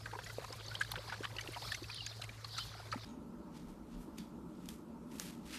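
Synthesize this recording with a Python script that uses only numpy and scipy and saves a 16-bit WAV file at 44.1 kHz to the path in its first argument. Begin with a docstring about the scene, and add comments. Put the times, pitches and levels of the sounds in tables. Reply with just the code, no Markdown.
"""Over a machine's hum and far garden noise, puppies lap at close range from a plastic pool: tongue slaps, low plops,
droplet ticks and whistling glides, with a swelling 4-5 kHz hiss. Water is damped sine bubbles, singly and in swarms.
A hard cut leads to a tiled room with a low drone of noise through resonances. A dog's claws crack as noise bursts and
ring the tile as decaying sines; paw swipes, and the room's dying tails after claw hits, are two bands of grainy noise;
low bumps shake the phone."""
import sys
import numpy as np
from scipy import signal
from scipy.fft import rfft, irfft, next_fast_len
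from scipy.io import wavfile
from scipy.ndimage import uniform_filter1d, map_coordinates

SR = 44100
rng = np.random.default_rng(int(sys.argv[2]) if len(sys.argv) > 2 else 0)


def output_pcm(signal):
    """Save a mono or channel-first signal as 16-bit PCM at the path in sys.argv[1].

    Samples are clipped to [-1, 1] before scaling.
    """
    pcm = np.clip(np.atleast_2d(signal).T, -1, 1) * 32767
    wavfile.write(sys.argv[1], SR, np.round(pcm).astype(np.int16))


N = 246430
TIME = np.arange(N) / SR  # s
CUT = 3.0495  # s, the garden ends
GARDEN_SHARE = np.sqrt(CUT * SR / N)  # turns rms 1 over the whole length into rms 1 over the garden
SNAP_DB, SNAP_CYCLES = -7, 1.14  # the sharp smack where tongue or drop meets water


def amp(db):
    """Amplitude of a level in dB."""
    return 10 ** (np.asarray(db) / 20)


def unit(x):
    """x scaled to rms 1."""
    return x / np.sqrt(np.mean(x ** 2) + 1e-20)


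def curves(rows):
    """One value per sample for each column after the time."""
    s, *columns = np.transpose(rows)
    return [np.interp(TIME, s, column) for column in columns]


def wobble(rate):
    """A smooth random curve, rate knots a second."""
    knots = rng.standard_normal(int(N * rate / SR) + 4)
    return map_coordinates(knots, [TIME * rate])


def filtered(x, response):
    """x times a response of frequency in Hz."""
    m = next_fast_len(len(x) + 8192)
    return irfft(rfft(x, m) * response(np.fft.rfftfreq(m, 1 / SR)), m)[:len(x)]


def resonance(x, hz, width):
    """x through one resonance applied twice, rms 1."""
    return unit(filtered(x, lambda f: (f * width / (hz * hz - f * f + 1j * f * width + 1e-9)) ** 2))


def shaped(gain_db):
    """Noise whose short-time spectrum follows gain_db(Hz, s)."""
    hz, s, z = signal.stft(rng.standard_normal(N), SR, nperseg=512)
    return signal.istft(z * amp(gain_db(hz[:, None], s)), SR, nperseg=512)[1][:N]


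def rush(spectrum, patchy_db):
    """Noise of rms 1 with this spectrum and patches of random gain."""
    def patches(hz, s):
        grid = rng.standard_normal((len(hz), len(s)))
        smooth = uniform_filter1d(uniform_filter1d(grid, size=6, axis=0), size=6, axis=1)
        return patchy_db * unit(smooth)

    f, level = np.transpose(spectrum)
    return unit(filtered(shaped(patches), lambda hz: amp(np.interp(np.log(hz + 1), np.log(f + 1), level))))


def bubbles(s, hz, cycles, size, rise):
    """Damped sines with a soft start; the pitch climbs by the share rise over one life."""
    life = (cycles / hz)[:, None]
    t = np.arange(min(round(2.5 * life.max() * SR), SR // 25)) / SR
    u = t / life
    tone = np.sin(2 * np.pi * hz[:, None] * t * (1 + rise * np.minimum(u, 2) / 2))
    envelope = np.e * 3 * u * np.exp(-3 * u)  # peaks at 1 after a third of a life
    at = (np.round(s * SR)[:, None] + np.arange(len(t))).astype(int)
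    return np.bincount(at.clip(0, N).ravel(), (size[:, None] * tone * envelope).ravel(), N + 1)[:N]


def clusters(s, db, hz, length, spread, cycles, count):
    """Each event is a swarm of bubbles around its pitch; it builds up, peaks near s and dies over its length."""
    chance = rng.random((len(s), count, 4))
    lag = chance[..., 0] + chance[..., 3] - .7
    when = s[:, None] + np.reshape(length, (-1, 1)) * lag
    pitch = np.clip(hz[:, None] * np.exp(spread * (2 * chance[..., 1] - 1)), 100, 15000)
    size = amp(db[:, None] - 12.5 * chance[..., 2] - 5.5 * abs(lag))
    return bubbles(when.ravel(), pitch.ravel(), np.full(when.size, cycles), size.ravel(), rise=0.097)


def machine():
    """A machine hums as one slightly unsteady sine, with narrow noise an octave below."""
    # steady tone: f/Hz, level/dB rms before a slight wobble
    hum_tone = (109.3, -54)
    # narrow noise: f/Hz, width/Hz, level/dB rms
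    low_band = (54.8, 10, -62.5)
    hz, db = hum_tone
    phase = 2 * np.pi * np.cumsum(hz + 1.27 * wobble(6.15)) / SR
    hum = np.sqrt(2) * amp(db + 0.34 * wobble(10.94)) * np.sin(phase)
    hz, width, db = low_band
    return hum + amp(db) * resonance(rng.standard_normal(N), hz, width)


def far_noise():
    """The distant garden is patchy noise, heaviest in the bass."""
    # spectrum of the distance: f/Hz, relative level/dB
    far_spectrum = [(12, -52), (20, -20.5), (112, -2), (204, -14.5), (754, -26), (1170, -17), (3120, -27),
                    (4450, -21.5), (7680, -32.5), (11600, -39), (13600, -41)]
    return amp(-55.5) * rush(far_spectrum, patchy_db=3.5)


def slosh():
    """Stirred water: many small bubbles in clumps, and a fine fizz above."""
    # swell of the water: t/s, stirred water level/dB rms, fizz level/dB rms before its flicker
    stir_levels = [(0.0, -58.5, -69.5), (0.33, -57, -61.5), (0.6, -58.5, -65.5), (1.4, -55, -65.5),
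                   (1.5, -53.5, -61), (1.72, -55.5, -57.5), (1.98, -65.5, -71.5), (2.22, -59.5, -65),
                   (2.45, -68.5, -69.5), (2.6, -59, -57.5), (2.75, -61, -68.5), (3.05, -57.5, -66)]
    # spectrum of the fizz: f/Hz, relative level/dB
    fizz_spectrum = [(3000, -38), (6000, -3.5), (8000, -6), (12000, -7.5)]
    water_db, fizz_db = curves(stir_levels)
    chance = rng.random((2200, 4))
    hz = 320 * (3800 / 320) ** chance[:, 1]
    # a few bubbles stand out; those below 1 kHz are weaker
    size = amp(-3.0 * np.log(chance[:, 2] + .012) + 3.7 * np.log2(np.minimum(hz / 1000, 1)))
    stirred = bubbles(chance[:, 0] * CUT, hz, 2.0 + 6 * chance[:, 3], size, rise=0.19)
    water = GARDEN_SHARE * unit(amp(3.9 * wobble(45)) * stirred)
    flicker_db = 2.5 * wobble(60)
    return amp(water_db) * water + amp(fizz_db + flicker_db) * rush(fizz_spectrum, patchy_db=1)


def hiss():
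    """A band of tiny ringing grains over noise; it swells and its centre drifts."""
    # swell of the hiss: t/s, level/dB before crackle and the even mix of noise and grains
    hiss_levels = [(0, -76), (.3, -59), (.54, -66.5), (.68, -55.5), (1.0, -61.5), (1.1, -57.5),
                   (1.3, -69.5), (1.55, -60), (1.61, -52), (1.72, -48.5), (1.83, -65.5), (1.94, -52),
                   (2.05, -51.5), (2.2, -62.5), (2.44, -81), (2.52, -51), (2.6, -46.5), (2.7, -59.5),
                   (2.95, -68.5), (3.03, -57.5)]
    level_db, = curves(hiss_levels)
    centre = 4400 + 120 * wobble(8.5)  # Hz

    def band(hz, s):
        return -9 * ((hz - np.interp(s, TIME, centre)) / 1100) ** 2

    chance = rng.random((800, 4))
    s = chance[:, 0] * CUT
    hz = np.interp(s, TIME, centre) + 1500 * (chance[:, 1] + chance[:, 3] - 1)
    size = amp(-2.8 * np.log(chance[:, 2] + 0.025))
    glide = .2 * rng.random((len(s), 1)) - .13  # most grains fall in pitch, some climb
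    grains = bubbles(s, hz, 42 + 0 * s, size, rise=glide)
    crackle_db = 1.3 * wobble(160)
    mix = amp(-2.5) * unit(shaped(band)) + amp(-2.5) * GARDEN_SHARE * unit(grains)
    return amp(level_db + crackle_db) * mix


def tongue_slaps():
    """A slap rings one wavering main bubble among many small neighbours, and throws bright spray."""
    # tongue slaps: t/s, level/dB, f/Hz, spray level/dB over the slap, length/ms
    slap_rows = [(0.059, -39, 1545, -12, 7), (0.114, -48, 1600, -7, 8), (0.134, -41, 868, -13, 10),
                 (0.154, -41, 950, -23, 7), (0.189, -42, 800, -27, 9), (0.19, -39, 1525, -22, 7),
                 (0.264, -44, 1910, -4, 14), (0.298, -47, 1950, -10, 8), (0.3, -45, 1400, -13, 9),
                 (0.445, -41, 990, -6, 6), (0.528, -44, 984, -4, 12), (0.715, -42, 1430, -13, 13),
                 (0.745, -46, 1540, -3, 8), (0.812, -27, 1583, -11, 11), (0.849, -43, 1570, -10, 5),
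                 (0.918, -40, 1166, -6, 6), (0.938, -42, 844, -25, 6), (0.957, -33, 1654, -23, 5),
                 (0.964, -41, 1600, -20, 8), (1.078, -48, 1000, -2, 8), (1.098, -39, 1620, -10, 8),
                 (1.123, -39, 860, -20, 12), (1.125, -36, 1420, -11, 12), (1.141, -42, 1600, -10, 8),
                 (1.235, -40, 1510, -14, 6), (1.244, -37, 1764, -9, 7), (1.248, -36, 1114, -17, 10),
                 (1.254, -42, 1656, -14, 6), (1.366, -42, 2570, -26, 6), (1.386, -39, 1895, -18, 6),
                 (1.394, -39, 1850, -14, 7), (1.409, -45, 2200, -4, 11), (1.535, -40, 2060, -20, 8),
                 (1.562, -37, 912, -21, 16), (1.684, -48, 2290, -2, 10), (1.72, -36, 1740, -5, 10),
                 (1.748, -39, 2050, -4, 9), (1.843, -42, 2550, -20, 8), (1.895, -45, 960, -20, 9),
                 (1.901, -39, 2380, -19, 6), (2.068, -45, 1615, -2, 8), (2.218, -48, 1290, 4, 9),
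                 (2.24, -43, 2030, -1, 9), (2.293, -41, 2290, -28, 8), (2.446, -43, 1147, -12, 10),
                 (2.567, -47, 1440, -10, 9), (2.583, -36, 1313, -3, 12), (2.74, -46, 1310, -27, 9),
                 (2.8, -48, 1355, -7, 9), (2.927, -33, 1257, -15, 11), (2.944, -40, 820, -11, 10),
                 (2.977, -45, 1130, -23, 9)]
    s, db, hz, spray_db, ms = np.transpose(slap_rows)
    length = ms / 1000
    waver = amp(3 * wobble(300))  # the bubble breaks up as it rings
    main = waver * bubbles(s - .0015, hz, hz * length, amp(db - 2.5), rise=0.05)
    snap = bubbles(s, 1.33 * hz, SNAP_CYCLES, amp(db + SNAP_DB), rise=0.07)
    near = clusters(s, db - 7.5, 1.3 * hz, length, spread=0.65, cycles=4.2, count=32)
    spray = clusters(s, db + spray_db, 0 * s + 4800, length, spread=0.82, cycles=5.1, count=30)
    return main + snap + near + spray


def plops():
    """An air pocket closes with a low climbing note and a few side bubbles; harder plops die sooner."""
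    # air pockets closing: t/s, level/dB, f/Hz
    pocket_rows = [(0.128, -49, 427), (0.16, -46.5, 368), (0.19, -49, 516), (0.385, -29.5, 485),
                   (0.422, -46, 620), (0.505, -39.5, 446), (0.992, -43.5, 527), (1.085, -45, 694),
                   (1.207, -37.5, 347), (1.326, -49, 496), (1.488, -38, 337), (1.822, -42, 319),
                   (2.196, -47, 630), (2.752, -47, 670), (2.8, -47, 645), (2.937, -43, 540),
                   (2.958, -39.5, 229)]
    s, db, hz = np.transpose(pocket_rows)
    cycles = np.clip(3.14 - 0.2 * (db + 41), 1.5, 6)  # 3.14 cycles at -41 dB
    pocket = bubbles(s - .001, hz, cycles, amp(db), rise=0.14)
    side = clusters(s, db - 6.5, 1.19 * hz, cycles / hz, spread=0.45, cycles=2.1, count=4)
    return pocket + side


def droplet_ticks():
    """A droplet rings one short high bubble, with a sharp smack and a small swarm."""
    # droplets: t/s, level/dB, f/Hz
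    droplet_rows = [(0.2369, -44, 3180), (0.2443, -43, 6700), (0.2713, -44, 5300), (0.4698, -47, 4070),
                    (0.527, -36.5, 4980), (0.664, -43, 6200), (0.6826, -38, 4370), (0.7529, -29, 3080),
                    (0.8001, -43, 6700), (0.8344, -39, 4220), (0.9095, -45, 5900), (0.9165, -38, 9800),
                    (0.917, -37, 12400), (0.9185, -34, 3460), (0.9185, -32.5, 4130), (1.0873, -41, 4740),
                    (1.2296, -46, 5500), (1.244, -36, 3020), (1.2529, -33, 3030), (1.3665, -39, 4300),
                    (1.3856, -31.5, 2860), (1.4105, -40, 6040), (1.412, -42, 4460), (1.475, -36.5, 2750),
                    (1.5214, -45, 9100), (1.5465, -38, 3030), (1.7225, -35, 3390), (1.7469, -35, 5900),
                    (1.7445, -34.5, 2610), (1.8316, -38.5, 4500), (1.945, -42, 9330), (1.9444, -42, 3100),
                    (2.0638, -35, 6370), (2.0645, -35, 4540), (2.065, -37, 7100), (2.066, -39.5, 2480),
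                    (2.221, -35, 3970), (2.4465, -33.5, 4170), (2.5789, -35, 4170), (2.582, -35, 5700),
                    (2.9177, -35, 4270), (2.926, -37.5, 4700), (3.0347, -46.5, 3470)]
    tick_s = 0.0042  # life of a droplet's bubble
    s, db, hz = np.transpose(droplet_rows)
    main = bubbles(s - .001, hz, hz * tick_s, amp(db - 3.5), rise=0.039)
    snap = bubbles(s, 1.6 * hz, SNAP_CYCLES, amp(db + SNAP_DB), rise=0.1)
    swarm = clusters(s, db - 9.5, hz, 1.3 * tick_s, spread=0.445, cycles=7.6, count=12)
    return main + snap + swarm


def chirps():
    """Each short whistling glide is one wavering, broken tone."""
    # glides: t/s, level/dB before the waver, start f/Hz, pitch change/share, length/s
    glide_rows = [(1.909, -48, 4640, -.02, 0.019), (1.926, -47, 4140, -.12, 0.015),
                  (1.982, -47.5, 2980, .05, .012), (2.004, -47, 2880, -.03, 0.017),
                  (2.596, -45, 3090, -0.0065, 0.03)]
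    s, db, hz, change, length = np.transpose(glide_rows)
    return amp(3.4 * wobble(260)) * bubbles(s, hz, hz * length, amp(db), rise=change[:, None])


def garden():
    """The pool close by, one echo off its wall, and the machine and noise of the garden."""
    wet = tongue_slaps() + plops() + droplet_ticks()
    wall = amp(-18.0) * np.roll(wet, round(.004 * SR))  # the pool wall answers 4 ms later
    return machine() + far_noise() + slosh() + hiss() + wet + wall + chirps()


def drone(noise):
    """An appliance drones: noise in the resonances of the room."""
    # room resonances: f/Hz, width/Hz, level/dB rms
    room_modes = [(59.5, 27, -68), (173.5, 20.7, -58), (239, 40.5, -55), (303.5, 67, -58.5),
                  (588, 18.5, -70), (905, 210, -79.5), (1310, 160, -72.5)]
    return sum(amp(db) * resonance(noise, hz, width) for hz, width, db in room_modes)


def room_air():
    """Steady air in the room is noise, heaviest in the bass."""
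    # spectrum of the air: f/Hz, relative level/dB
    air_spectrum = [(12, -58), (20, -24), (65, -10.5), (103, -18.5), (159, -10), (233, -5.5), (574, -22.5),
                    (775, -26.5), (889, -18.5), (1860, -40), (13600, -49.5)]
    return amp(-53.5) * rush(air_spectrum, patchy_db=2.0)


def swipes_and_tails():
    """Paw swipes, and the room's dying tails after claw hits, as grainy noise in a dull and a bright band."""
    # swipes and tails: peak t/s, dull band level/dB, time to rise 20 dB/s (negative: falling), bright over dull/dB
    swell_rows = [(3.09, -65.5, -2.5, -15), (3.57, -62, .07, -14), (3.69, -70.5, 0.07, -2),
                  (3.933, -66.5, 0.1, -23), (4.022, -72.5, 0.08, 5.5), (4.189, -60, 0.04, -9),
                  (4.66, -68.5, 0.27, -7), (4.7, -61, 0.02, 1), (5.115, -65.5, 0.008, -14),
                  (5.16, -65, 0.1, 0.5), (5.205, -53.5, 0.02, 1), (5.285, -59, 0.1, -9),
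                  (5.458, -67, .012, -2), (5.546, -47, 0.08, -13)]
    t60 = 0.34  # s, the fall after each peak
    rasp = rng.standard_normal(N) * amp(1.7 * wobble(260))
    dull = unit(filtered(rasp, lambda hz: 1 / np.sqrt(1 + (1300 / (hz + 1)) ** 4) / (1 + (hz / 6000) ** 3)))
    bright = unit(filtered(rasp, lambda hz: 1 / (1 + (6500 / (hz + 1)) ** 6)))
    out = np.zeros(N)
    for s, db, rise, bright_db in swell_rows:
        swell_db = np.where(TIME < s, -20 * (s - TIME) / rise, -60 * (TIME - s) / t60)
        out += amp(db + swell_db) * (dull + amp(bright_db) * bright)
    return out


def tings(noise):
    """Faint thin ringing: narrow noise that starts at once and dies away."""
    # ringing: t/s, f/Hz, level/dB
    ting_rows = [(3.06, 3796, -67), (3.089, 6600, -70), (4.19, 3400, -64), (4.19, 4580, -65),
                 (5.54, 2660, -56)]
    t60 = 0.29  # s
    return sum((TIME > s) * amp(db - 60 * abs(TIME - s) / t60) * resonance(noise, hz, 320)
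               for s, hz, db in ting_rows)


def thumps():
    """Low bumps on the phone: sines under a bell-shaped swell."""
    # bumps: t/s, level/dB, f/Hz, length/s
    bump_rows = [(3.696, -53, 32, .1), (3.978, -45, 38, 0.077)]
    return sum(amp(db) * np.exp(-((TIME - s) / length * 2) ** 2) * np.sin(2 * np.pi * hz * TIME)
               for s, db, hz, length in bump_rows)


def claws():
    """A claw touches with a tiny tip, cracks as a dry noise burst and rings the tile's modes briefly."""
    # claw hits: t/s, level/dB before a common 4.5 dB cut, ring level/dB before an 11 dB cut, t60 of the crack/s
    claw_rows = [(4.1828, -43, 1, 0.005), (4.1848, -42.5, 7, 0.015), (4.658, -47.5, -1, .012),
                 (4.6878, -38, -3, 0.0065), (4.689, -36.5, 1.5, 0.011), (5.159, -52, -3, .008),
                 (5.1846, -46, 2, .012), (5.1982, -23.5, -10.5, 0.0067)]
    # tile modes: f/Hz and level/dB before each hit's random shift, t60/s
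    tile_modes = [(2700, -9, .012), (3150, 1, 0.02), (3590, 2, 0.02), (4550, 3, 0.018), (5340, 4.5, 0.014),
                  (6500, 4, 0.008), (8660, 1, 0.0069)]
    out = np.zeros(N + SR)
    t = np.arange(SR // 8) / SR
    for s, db, ring_db, crack_t60 in claw_rows:
        ring = 0
        for hz, level, t60 in tile_modes:
            decay = amp(level + rng.uniform(-3, 3) - 60 * t / t60)
            ring = ring + decay * np.sin(2 * np.pi * hz * rng.uniform(.96, 1.04) * t)
        burst = filtered(rng.standard_normal(len(t)), lambda hz: hz / (hz + 2500) / (1 + hz / 9000))
        crack = amp(-60 * t / crack_t60) * unit(burst)
        tip = 1.8 * amp(-60 * t / .001) * np.cos(2 * np.pi * 6000 * t)  # first contact
        out[round(s * SR):][:len(t)] += amp(db - 4.5) * (amp(ring_db - 11.0) * ring + crack + tip)
    return out[:N]


def room():
    """The tiled room: drone and air, the paw's swipes, claws and their tails, ringing and bumps."""
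    noise = rng.standard_normal(N)  # one noise excites the drone and the ringing
    return drone(noise) + room_air() + swipes_and_tails() + tings(noise) + thumps() + claws()


def scene():
    """The garden stops dead; after 2.3 ms of silence the room fades in within 1.6 ms."""
    fade_in = np.clip((TIME - CUT - 0.0023) / 0.0016, 0, 1)
    return (garden() * (TIME < CUT) + room() * fade_in)[None]


def record(dry):
    """The phone's microphone keeps nothing above its band limit."""
    top_hz = 13770
    return filtered(dry[0], lambda hz: hz < top_hz)[None]


dry = scene()
out = record(dry)
output_pcm(out)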